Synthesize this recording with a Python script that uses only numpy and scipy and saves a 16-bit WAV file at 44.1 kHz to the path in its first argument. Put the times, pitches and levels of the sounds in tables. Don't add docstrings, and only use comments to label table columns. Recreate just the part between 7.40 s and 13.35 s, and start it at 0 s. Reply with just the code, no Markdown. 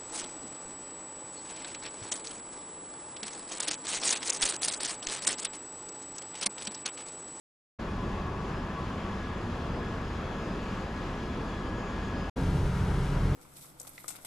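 import sys
import numpy as np
from scipy import signal
from scipy.fft import rfft, irfft, next_fast_len
from scipy.io import wavfile
from scipy.ndimage import uniform_filter1d, map_coordinates

SR = 44100
rng = np.random.default_rng(int(sys.argv[2]) if len(sys.argv) > 2 else 0)


def dump_mix(stems):
    frames = np.atleast_2d(stems).T
    limited = np.clip(frames, -1, 1)
    pcm = np.round(limited * 32767).astype(np.int16)
    wavfile.write(sys.argv[1], SR, pcm)


def gain_from_db(level_db):
    decades = np.asarray(level_db, float) / 20
    return 10 ** decades


N = 262395

# on [t/s], off [t/s], rise [s]
FIRST = (.3872, 4.898, .009)


def unit(x):
    return x / np.sqrt(np.mean(np.abs(x) ** 2) + 1e-20)


def along(points, hz, column=1):
    table = np.array(points, float)
    return np.interp(np.log(hz + 1), np.log(table[:, 0] + 1), table[:, column])


def curves(rows):
    s, *cols = np.transpose(rows)
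    t = np.arange(N) / SR
    return [np.interp(t, s, c) for c in cols]


def wobble(rate, count=N):
    coarse = np.arange(0, count + 32, 32)
    knots = rng.standard_normal(count // 100 + 8)
    values = map_coordinates(knots, [coarse * min(rate, 400) / SR])
    return np.interp(np.arange(count), coarse, values)


def surging(layers, start):
    since = np.maximum(np.arange(N) / SR - start, 0)
    return [db + drift * since + surge_db * wobble(rate) for db, drift, surge_db, rate in layers]


def filtered(x, response):
    m = next_fast_len(N + 8192)
    spectrum = rfft(x, m) * response(np.fft.rfftfreq(m, 1 / SR))
    return irfft(spectrum, m)[..., :N]


def tone(hz, db, smear_hz, steady, count=N, lag=np.pi / 2):
    turn = 2 * np.pi * (np.cumsum(hz * np.ones(count)) / SR + rng.random())
    cos, sin = np.cos(turn), np.sin(turn)
    late = np.cos(lag) * cos + np.sin(lag) * sin
    direct = np.sqrt(np.clip(steady, 0, 1))
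    echo = np.sqrt(np.clip(1 - steady, 0, 1) / 2)
    pair = []
    for arrival in (cos, late):
        reflections = wobble(smear_hz, count) * cos + wobble(smear_hz, count) * sin
        pair.append(direct * arrival + echo * reflections)
    return gain_from_db(db) * np.sqrt(2) * np.array(pair)


def din(levels, low, high, join_db, patchy_db, flutter_db):
    layer_edges = [110, 700, 1600]
    edges = [0, *layer_edges, SR]
    evenness = [.9, .7, .3, 0]

    def colour(hz):
        return gain_from_db(np.where(hz < 1500, along(low, hz), along(high, hz) + join_db))

    z = signal.stft(rng.standard_normal((2, N + 512)), nperseg=512)[2]
    field = uniform_filter1d(rng.standard_normal(z.shape[1:]), size=5, axis=0)
    field = uniform_filter1d(field, size=10, axis=1)
    noise = signal.istft(z * gain_from_db(patchy_db * unit(field)), nperseg=512)[1][:, :N]

    shared = wobble(13)
    total = 0
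    for db, lo, hi, even in zip(levels, edges, edges[1:], evenness):
        def band(hz):
            below_top = 1 / (1 + (hz / hi) ** 8)
            below_bottom = 1 / (1 + (hz / (lo + 1e-3)) ** 8)
            return colour(hz) * np.sqrt(below_top - below_bottom)

        layer = filtered(noise, band)
        swell = uniform_filter1d(uniform_filter1d(layer[0] ** 2, size=2000), size=2000)
        layer = layer / np.abs(swell) ** (even / 2)
        flutter = shared + wobble(30) + 0.72 * wobble(7.2)
        total = total + gain_from_db(db + flutter_db * flutter) * unit(layer)
    return total


def engine_din():
    # level/dB, drift [dB/s], surge [dB], surges [1/s]
    layers = [
        (-39.5, -0.24, 1.5, 9),
        (-38, 0.03, 1.14, 9),
        (-46, -0.12, 1, 8),
        (-51.5, 0.02, 0.77, 8),
    ]
    # f/Hz, density [dB per Hz]
    low_colour = [(4.7, -38), (8.0, -18), (38, 6.5), (85, -2.5), (135, -6), (187, -3), (244, -5), (272, -8),
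                  (361, -8.5), (403, -10.5), (572, -16), (712, -18), (1100, -14), (1500, -20.5),
                  (1950, -52), (3300, -120)]
    high_colour = [(880, -36), (1500, -9), (1720, -7.5), (1920, -11.5), (3190, -13), (3450, -14.5),
                   (3730, -17), (4810, -20), (5150, -20.5), (5570, -23), (6910, -25.5), (8820, -36),
                   (10100, -38), (15600, -54)]
    # t/s, hiss lift [dB]
    open_view = [(.4, 0), (.75, -1.8), (1.25, -0.5), (1.42, -0.5), (1.7, -0.3), (2.3, 1), (2.6, -0.2),
                 (3.05, 0.6), (3.6, 0.4), (4.1, 0.3), (4.5, -1), (4.9, 1.5)]
    *low_db, hiss_db = surging(layers, FIRST[0])
    levels = [*low_db, hiss_db + curves(open_view)[0]]
    return din(levels, low_colour, high_colour, join_db=-12.0, patchy_db=1.0, flutter_db=0.11)


def hull_hum(start):
    # level/dB, drift [dB/s], surge [dB], surges [1/s]
    layers = [
        (-35.5, 8.5, 2.5, 14),
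        (-30, -1.5, 2, 9.7),
        (-44, 2, 1.7, 9),
        (-48, -0.4, .5, 23),
    ]
    # f/Hz, density [dB per Hz]
    low_colour = [(5, -47), (10, -17), (32, 15), (90, 1.5), (125, -6.5), (160, -8), (190, -14),
                  (238, -17.5), (361, -15.5), (598, -24), (667, -28), (947, -26), (1500, -26.5),
                  (3300, -120)]
    high_colour = [(880, -30), (1500, -7), (1670, -7), (1720, -9), (2220, -8.5), (2400, -9.5), (3190, -8.5),
                   (4670, -12), (6260, -14.5), (6770, -16), (9820, -21), (11200, -27), (15600, -36)]
    levels = surging(layers, start)
    return gain_from_db(-3.5) * din(levels, low_colour, high_colour, join_db=-19.0, patchy_db=0.25, flutter_db=0.1)


def ticks():
    # t/s, peak level/dB, low edge f/Hz
    tick_table = [
        (4.8888, -56, 6000),
        (4.8972, -54, 3000),
    ]
    out, t = np.zeros(N), np.arange(200) / SR
    for s, db, low_hz in tick_table:
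        burst = rng.standard_normal(len(t)) * gain_from_db(db - 60 * t / .003)
        highpass = signal.butter(2, low_hz, "high", fs=SR)
        out[round(s * SR):][:len(t)] += signal.lfilter(*highpass, burst)
    return out


def gears():
    gear_hz = [81, 196, 1291, 3890, 4311, 4603, 5859, 7780, 12290]
    # level/dB, smear [Hz]
    gear_levels = [(-47, 4), (-51, 6), (-63, 5), (-82, 5), (-76, 7), (-74, 5), (-81, 7), (-91, 12),
                   (-97, 110)]
    # t/s, level/dB
    plate_levels = [(.4, -77), (.6, -50.5), (1, -50), (1.2, -65), (1.38, -45.5), (1.55, -53), (1.8, -56),
                    (2.1, -90), (4.9, -80)]
    db, = curves(plate_levels)
    plate = tone(1125, db, 45, steady=0) + tone(1020, db - 1.5, 29.75, steady=0)
    total = plate * [[1], [.4]]
    for hz, (level_db, smear_hz) in zip(gear_hz, gear_levels):
        total = total + tone(hz, level_db, smear_hz, steady=.5)
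    return total


def drone():
    motor_hz = [38, 67.25, 86.57, 134.5, 149, 177.3, 204.5, 269.2, 403.5, 437, 592, 755, 920, 976, 1236,
                1308, 1393, 1644, 2149, 5021, 6455]
    # level/dB, smear [Hz]
    motor_levels = [(-38, 3), (-37, 2), (-35, 2), (-34.5, 2.5), (-41, 3), (-39, 2), (-46, 9), (-46.5, 3),
                    (-51, 3), (-55, 4), (-55, 6), (-58, 6), (-59, 6), (-55.5, 5), (-61, 6), (-60, 6),
                    (-57.5, 5), (-60, 5), (-64, 5), (-78, 6), (-75, 6)]
    # f/Hz, level/dB
    rotor_levels = [(2500, -77), (4000, -79), (5500, -77), (8000, -96), (9800, -84.5), (11400, -84.5),
                    (12500, -99)]
    strong = [32, 33, 37, 39, 63, 106, 108, 110, 113, 114, 116, 121, 125, 126, 128, 132, 142]
    rotor_hz, lift_db = 86.57, 6
    count = round(1.0 * SR)
    total = 0
    for hz, (level_db, smear_hz) in zip(motor_hz, motor_levels):
        total = total + tone(hz, level_db, smear_hz, .9 if hz < 200 else .7, count)
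    for k in [*strong[:5], *range(98, 144)]:
        level_db = along(rotor_levels, k * rotor_hz) + lift_db * (k in strong)
        total = total + tone(k * rotor_hz, level_db, 9.8, 0.64, count)
    return np.pad(total, ((0, 0), (N - count, 0)))


def overtone_levels():
    overtones = [
        (-69, .5, 1.5),
        (-78, 1.8, 1.5),
        (-79, 1.5, 1.5),
    ]
    # t/s, lift [dB]
    loud_spots = [
        [(.54, 5), (1.38, 2), (1.7, 6.5), (2.1, 5), (2.4, 6), (2.94, 6), (3.85, 8), (4.15, 7.5), (4.6, 4)],
        [(1.24, 7), (1.72, 6), (2.3, 10), (2.7, 8), (3.05, 7), (3.6, 3), (3.8, 2), (4.42, 1), (4.8, 6)],
        [(.72, 6), (1.68, 4), (2.7, 5), (3.06, 8), (3.42, 5), (4.14, 2), (4.4, 5), (4.62, 6)],
    ]
    fades_per_s, spot_s = 6, 0.11
    t = np.arange(N) / SR
    base = surging([(*row, fades_per_s) for row in overtones], FIRST[0])
    levels = []
    for db, spots in zip(base, loud_spots):
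        lift = sum(lift_db * np.exp(-((t - s) / spot_s) ** 2) for s, lift_db in spots)
        levels.append(db + lift)
    return levels


def blower():
    # t/s, blade-pass f/Hz
    blade_pass = [(.4, 1683.5), (1.05, 1680.5), (1.5, 1679), (2.25, 1675.5), (3.2, 1673.5), (3.85, 1674.5),
                  (4.9, 1674)]
    # t/s, level/dB
    blade_levels = [(.42, -57.5), (.95, -58), (1.04, -65), (1.2, -55), (1.5, -61), (1.86, -51), (2.0, -64),
                    (2.3, -68), (2.46, -48.5), (2.65, -62), (3.04, -51.5), (3.17, -62), (3.3, -55),
                    (3.62, -58), (4.0, -54.5), (4.26, -53.5), (4.62, -52), (4.88, -51.5)]
    # multiple, level/dB, smear [Hz]
    top = [
        (5, -89, 24),
        (6, -85.5, 45),
        (5.95, -82, 360),
        (7, -90.5, 60),
        (7.05, -93, 380),
        (1.52, -62.5, 380),
    ]
    hz, = curves(blade_pass)
    steady = [.93, .8, .65, .6]
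    sideways_db = [-53, -63, -73, -73]
    total = 0
    for k, db in enumerate(curves(blade_levels) + overtone_levels()):
        direct_db = np.maximum(db, sideways_db[k] - 7)
        across_db = .3 * db + .7 * sideways_db[k]
        both_db = np.array([direct_db, across_db])
        total = total + tone((k + 1) * hz, both_db, 9 + 4 * k, steady[k], lag=1.05)
    for multiple, db, smear_hz in top:
        total = total + tone(multiple * hz, db, smear_hz, steady=0.037)
    return total


def ports(pair, table):
    def response(hz):
        apart = hz ** 2 / (hz ** 2 + 200 ** 2)
        turn = apart * np.arccos(np.clip(along(table, hz), 0, 1)) / 2
        balance = gain_from_db(apart * along(table, hz, column=3) / 2)
        lead = np.exp(.5j * apart * along(table, hz, column=2))
        tilt = balance * lead
        left = [np.cos(turn) * tilt, np.sin(turn) * tilt]
        right = [np.cos(turn) / tilt, -np.sin(turn) / tilt]
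        return np.array([left, right])
    return filtered(pair, response).sum(axis=1)


def gate(on, off, rise):
    t = np.arange(N) / SR
    return np.clip((t - on) / rise, 0, 1) * np.clip((off - t) / .0008, 0, 1)


def scene():
    # on [t/s], off [t/s], rise [s]
    second = (4.9585, 6.2, .014)
    # f/Hz, likeness [0-1], left lead [rad], left-right level/dB
    first_ports = [(160, 1, 0, 0), (413, 0.99, 0.28, .5), (866, 0.85, 0.041, 2.5), (1500, 0.88, 0.61, 2),
                   (2770, 0.64, 0.23, 1.4), (4300, 0.67, 0.28, 0.5), (5500, 0.8, -.07, 0.5),
                   (8400, 0.43, -.08, 4), (10400, 0.56, 0, 5), (10950, 0.7, 0, 0), (11600, .3, 0, 5),
                   (12200, 0.2, 0.061, 11), (15000, 0.2, 0, 14)]
    second_ports = [(150, 1, 0, -0.5), (400, 1, -0.13, 1), (860, 0.92, 0.21, 3), (1500, 0.8, 0.19, 3.5),
                    (2800, 0.74, .38, 2.3), (4300, 0.75, .52, 2), (5500, 0.65, .27, 1),
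                    (7700, 0.81, .08, 0), (11000, .45, -.1, 3.5), (12000, .2, 0, 8), (15300, 0.62, 0, 5)]
    engine_room = engine_din() + gears() + blower()
    hum_room = hull_hum(second[0]) + drone()
    heard_first = ports(engine_room, first_ports) * gate(*FIRST)
    heard_second = ports(hum_room, second_ports) * gate(*second)
    return heard_first + heard_second + ticks()


def top_cut(x):
    return signal.sosfilt(signal.butter(12, 15710, fs=SR, output="sos"), x)


def record(dry):
    return top_cut(dry)


dry = scene()
out = record(dry)
dump_mix(out)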